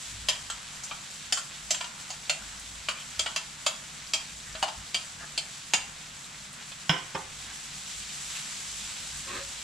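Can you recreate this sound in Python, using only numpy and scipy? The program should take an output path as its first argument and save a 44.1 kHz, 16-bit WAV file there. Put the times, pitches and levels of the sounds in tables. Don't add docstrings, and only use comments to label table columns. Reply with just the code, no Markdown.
import sys
import numpy as np
from scipy import signal
from scipy.fft import rfft, irfft, next_fast_len
from scipy.io import wavfile
from scipy.ndimage import uniform_filter1d

SR = 44100
rng = np.random.default_rng(int(sys.argv[2]) if len(sys.argv) > 2 else 0)


def materialize(psi):
    bounded = np.clip(np.atleast_2d(psi).T, -1, 1)
    quanta = np.round(bounded * 32767).astype(np.int16)
    wavfile.write(sys.argv[1], SR, quanta)


N = 424683
TIME = np.arange(N) / SR


def undb(db):
    return 10 ** (np.asarray(db) / 20)


def unit(x):
    return x / np.sqrt(np.mean(x ** 2))


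def unit_attack(x):
    return x / np.sqrt(np.mean(x[..., :SR // 40] ** 2))


def colour(x, points):
    hz, db = np.transpose(points)
    n = 2 * next_fast_len(x.shape[-1] // 2 + 2048)
    freq = np.maximum(np.arange(n // 2 + 1) * SR / n, 1)
    response_db = np.interp(np.log(freq), np.log(hz), db)
    cepstrum = irfft(np.log(undb(response_db)))
    cepstrum[1:n // 2] *= 2
    cepstrum[n // 2 + 1:] = 0
    response = np.exp(rfft(cepstrum))
    return irfft(rfft(x, n) * response, n)[..., :x.shape[-1]]


def below(x, hz):
    return signal.sosfiltfilt(signal.butter(3, hz, fs=SR, output="sos"), x)


def walk(rate):
    k = int(SR / rate)
    steps = np.repeat(rng.standard_normal(N // k + 1), k)
    return unit(uniform_filter1d(steps, k)[:N])


def fade(t60):
    return undb(-60 * TIME[:SR] / t60)


def ring(modes, scatter_db):
    total = np.zeros(SR)
    for hz, db, t60 in modes:
        share = undb(db + scatter_db * rng.standard_normal())
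        phase = rng.random()
        total += share * fade(t60) * np.sin(2 * np.pi * (hz * TIME[:SR] + phase))
    return total


def spread(pair):
    # f/Hz, level/dB
    width = [(60, -18.5), (170, -16.5), (380, -6), (700, -6.5), (1290, -2.5), (2400, -6.5), (4400, -8.5),
             (8000, -0.5), (15000, 0)]
    side = colour(pair[1], width)
    return np.array([pair[0] + side, pair[0] - side])


def garage(x, early_db, late_db, early_t60=0.12, late_t60=0.33, corner_s=0.0014):
    onset = np.minimum(TIME[:SR] / corner_s, 1) ** 2
    early = unit(rng.standard_normal((2, SR)) * fade(early_t60) * onset)
    diffuse = colour(rng.standard_normal((2, SR)), [(1500, -3.5), (4000, -8.5), (12000, -6.5)])
    late = unit(diffuse * fade(late_t60) * (1 - fade(0.28)))
    echoes = spread(undb(early_db) * early + undb(late_db) * late) / np.sqrt(SR)
    return x + signal.fftconvolve(x[None], echoes, axes=1)[:, :len(x)]


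def add(out, s, sound):
    i = int(s * SR)
    out[:, i:i + sound.shape[1]] += sound[:, :N - i]


def spoon(ring_db=-7, spot_db=-5.0, second_db=-2, clack_t60=0.037, bounce_db=-3, bounce_s=.003, gain_db=1):
    # t/s, level before gain_db/dB, body weight/dB, brightness/dB,
    # first and second resonance favoured by the struck spot f/Hz
    knocks = [(0.286, -23.5, -3, 0, 4950, 3090), (0.5, -35, 5.5, -1, 7730, 1367),
              (0.836, -39, 10, 20, 7600, 7460), (0.911, -38, 10, -21, 1320, 2400),
              (1.324, -25, -1, 4.5, 7090, 3050), (1.373, -34.5, 11, 4, 1368, 7630),
              (1.706, -25.5, -0.5, 6, 7530, 6320), (1.744, -35.5, 4, 1.5, 7500, 3290),
              (1.809, -35.5, 10, -1, 1010, 2370), (1.842, -41, 0, -3, 980, 1410),
              (2.103, -38.5, 3.5, 1, 6700, 4920), (2.296, -26, 3, 0, 2720, 4350),
              (2.8863, -29, 5, -3.5, 2860, 2380), (3.1935, -26.5, 0, 2.5, 3220, 7320),
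              (3.261, -32.5, 7, -7, 2900, 3360), (3.361, -29.5, 6, 1, 2695, 3150),
              (3.664, -24, 3, 3, 3360, 6990), (4.1355, -25.5, -1.5, 2, 3225, 4860),
              (4.551, -40.5, 7, -10, 638, 3110), (4.6268, -26, 12, -1.5, 2914, 880),
              (4.681, -39, 5, -5, 864, 1340), (4.9446, -27.5, 0.5, -2.5, 3125, 4700),
              (5.377, -29, -0.5, 0, 4360, 4770), (5.7359, -22, -0.5, -1.5, 6860, 2774),
              (6.718, -46, 0, -4, 2530, 3530)]
    # f/Hz, level/dB, t60/s
    pan_modes = [(642, 0.5, 0.055), (1004, -20, 0.44), (1293, -10, 0.2), (2323, -0.5, 0.12),
                 (2694, 2, 0.052), (2830, -17.5, 0.14), (3160, 10, 0.059), (3190, 3.5, 0.15),
                 (3140, -7, 0.099), (4430, 6.5, 0.047), (5040, 7, 0.041), (4880, -3.5, 0.29),
                 (5780, 2, 0.09), (6480, 4, 0.099), (6770, -20, 0.068), (6900, -13, 0.14), (7600, 0, 0.07),
                 (8200, -3, 0.2)]
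    # f/Hz, spectral density/dB per Hz
    clack_colour = [(50, -52), (200, -10.5), (430, -15.5), (640, -1), (1400, -5), (2000, -4), (3100, 6),
                    (3800, -0.5), (4900, 2.5), (5600, -6), (7300, 2), (8200, -7), (8700, -9.5),
                    (11000, -18), (15500, -43)]
    out = np.zeros((2, N))
    for s, db, body_db, bright_db, first_hz, second_hz in knocks:
        contact = unit_attack(rng.standard_normal(SR) * fade(clack_t60))
        rebound = unit_attack(rng.standard_normal(SR) * fade(0.0059))
        delay = int(SR * bounce_s * 2 * rng.random())
        contact = contact + undb(bounce_db) * np.roll(rebound, delay)
        clack = unit_attack(garage(colour(contact, clack_colour), early_db=1.5, late_db=-7.0))
        ringing = unit_attack(garage(ring(pan_modes, scatter_db=1.5), early_db=-1, late_db=-14))
        tone = [(400, 0), (800, body_db), (1400, body_db), (2400, 0), (3700, 0), (5500, bright_db)]
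        knock = unit_attack(colour(clack + undb(ring_db) * ringing, tone))
        spot = ring([(first_hz, 0, .09), (second_hz, second_db, .07)], scatter_db=0)
        spot = unit_attack(garage(spot, early_db=-2.0, late_db=-10.5))
        add(out, s, (knock + undb(spot_db) * spot) * undb(db + gain_db))
    return out


def plate(ring_db=-9, pan_db=-3.5):
    # t/s, level/dB, contact time/s, thump level/dB, late room level/dB
    landings = [(6.894, -20.5, 0.00037, -5.5, -5), (7.147, -31, 0.012, -12, -7.5)]
    # f/Hz, level/dB, t60/s
    plate_modes = [(369, -10, 0.35), (523, -3.5, 0.17), (904, -9, 0.085), (1262, -6, 0.13),
                   (1560, -10, 0.24), (1895, -12, .17), (2170, 8, 0.046), (3170, -3, 0.12),
                   (3166, -10, .14), (5280, 14.5, 0.025)]
    # f/Hz, level/dB, t60/s
    stove_modes = [(151, -2.5, 0.2), (169.2, 0, 0.15), (285, -14.5, 0.19)]
    # f/Hz, spectral density/dB per Hz
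    clatter_colour = [(60, -12), (200, -4), (600, -4), (1050, -0.5), (1350, -1), (1900, 0), (2500, 1),
                      (3200, 1.5), (4200, -14.5), (5400, -12), (7500, -20), (15000, -53)]
    balance = undb([[pan_db / 2], [-pan_db / 2]])
    out = np.zeros((2, N))
    for s, db, contact_s, thump_db, room_db in landings:
        push = rng.standard_normal(SR) * fade(.04) * np.minimum(TIME[:SR] / contact_s, 1)
        clatter = unit_attack(colour(push, clatter_colour))
        china = clatter + undb(ring_db) * unit_attack(ring(plate_modes, scatter_db=1.5))
        china = colour(china, [(1200, 0), (2400, -800 * contact_s)])
        china = unit_attack(garage(china, early_db=-1, late_db=room_db))
        thump = unit_attack(ring(stove_modes, scatter_db=0.0) * (1 - fade(0.022)))
        add(out, s, undb(db) * (china * balance + undb(thump_db) * thump))
    return out


def sizzle(bursts_per_s=12000, hiss_db=-4, flutter_db=0.96, simmer_db=-42.5, simmer_follow=0.36,
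           oil_gain_db=0.5, spray_db=-44, spray_follow=1.0):
    # t/s, level before oil_gain_db/dB
    frying = [(0.0, -42.5), (0.45, -44.5), (2.84, -45), (3.19, -44), (3.43, -45.5), (5.77, -45.5),
              (5.92, -46.5), (7.13, -46), (8.34, -39), (9.63, -41.5)]
    # f/Hz, spectral density/dB per Hz
    sizzle_colour = [(250, -18.5), (480, -16.5), (800, -6.5), (1400, -2.5), (2100, -1.5), (3600, 0.5),
                     (5300, -1.5), (6600, -0.5), (7900, 2), (8500, -7), (10200, -10), (11200, -18.5),
                     (13500, -23), (15500, -60)]
    oil_db = np.interp(TIME, *np.transpose(frying))
    flare_db = oil_db - oil_db.mean()
    sizes = undb(1.5 * np.minimum(rng.exponential(size=(2, N)), 3))
    bursts = (rng.random((2, N)) < bursts_per_s / SR) * rng.standard_normal((2, N)) * sizes
    hiss = undb(hiss_db) * rng.standard_normal((2, N))
    fizz = unit(colour(unit(bursts) + hiss, sizzle_colour))
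    low, coarse = below(fizz, 2300), below(fizz, 5100)
    large = low * undb(simmer_db + simmer_follow * flare_db + flutter_db * walk(14))
    small = (coarse - low) * undb(oil_db + oil_gain_db + flutter_db * walk(25))
    tiny = (fizz - coarse) * undb(spray_db + spray_follow * flare_db + flutter_db * walk(30))
    return spread(large + small + tiny)


def spits(count=120, level_db=-54, scatter_db=2):
    out = np.zeros((2, N))
    for when, pitch, size in rng.random((count, 3)):
        hz = 2200 * 4 ** pitch
        pop = unit_attack(np.sin(2 * np.pi * hz * TIME[:SR]) * fade(.003))
        add(out, when * TIME[-1], pop[None] * undb(level_db + scatter_db * np.log(size + 0.0063)))
    return garage(out[0], early_db=1.5, late_db=-17)


def scrape(modes, length, slips_per_s=2500):
    stroke = np.sin(np.pi * np.minimum(TIME[:SR] / length, 1)) ** 2
    slips = (rng.random(SR) < slips_per_s / SR) * rng.standard_normal(SR) * stroke
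    sound = signal.fftconvolve(slips, ring(modes, scatter_db=0.5))[:SR]
    return unit(garage(sound, early_db=-1.0, late_db=-13.5)) * np.sqrt(length)


def scrapes(nudge_s=9.23, nudge_length=0.22, nudge_db=-41):
    # t at the middle/s, length/s, level/dB, centre f/Hz
    scuffs = [(2.415, 0.11, -54, 1400), (3.0, .1, -48.5, 3050), (4.495, 0.16, -54.5, 1770),
              (5.226, 0.11, -47, 1590), (6.585, .14, -57, 1610), (7.498, 0.084, -52, 1700),
              (8.355, 0.046, -44, 2690), (9.155, 0.1, -55, 1610)]
    # f/Hz, level/dB, t60/s
    grate_modes = [(353, -5, 0.017), (554, -8.5, 0.14), (1020, -5, 0.029), (1225, -3.5, 0.033),
                   (1690, -5.5, 0.028), (1880, 2.5, .012), (2580, 1, 0.0093), (3100, -4, 0.0074),
                   (3920, 4.5, 0.0054)]
    out = np.zeros((2, N))
    for s, length, db, hz in scuffs:
        add(out, s - length / 2, undb(db) * scrape([(hz, 0, .007)], length))
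    add(out, nudge_s, undb(nudge_db) * scrape(grate_modes, nudge_length))
    return out


def burner(flame_db=-56.2, rumble_db=-61.5, waver_db=2.5, rise=0.22):
    # f/Hz, spectral density/dB per Hz
    flame_colour = [(60, -13.5), (110, -10.5), (148, 3.5), (170, -4.5), (192, -0.5), (250, -8),
                    (380, -16.5), (700, -15.5), (2000, -42)]
    # f/Hz, spectral density/dB per Hz
    rumble_colour = [(20, 8), (38, -9), (54, 26.5), (68, 6), (100, 16.5), (150, -38)]
    # start t/s, length/s, peak level/dB
    swell_times = [(0.06, 0.6, -46), (2.68, 0.35, -52.5), (3.163, 0.11, -48), (4.44, 0.24, -48),
                   (4.757, 0.12, -45.5), (7.15, 0.55, -53), (7.94, 0.18, -53), (8.698, 1.15, -53.5)]
    flame = unit(colour(rng.standard_normal((2, N)), flame_colour)) * undb(flame_db)
    swells = np.zeros(N)
    for s, length, db in swell_times:
        swells += undb(db) * np.interp((TIME - s) / length, [0, rise, 1], [0, 1, 0])
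    strength = np.hypot(undb(rumble_db + waver_db * walk(8)), swells)
    rumble = unit(colour(rng.standard_normal((2, N)), rumble_colour)) * strength
    return spread(flame + rumble)


def scene():
    return spoon() + plate() + sizzle() + spits() + scrapes() + burner()


def record(dry, cut_hz=15100):
    return signal.sosfilt(signal.ellip(8, .2, 70, cut_hz, fs=SR, output="sos"), dry)


dry = scene()
out = record(dry)
materialize(out)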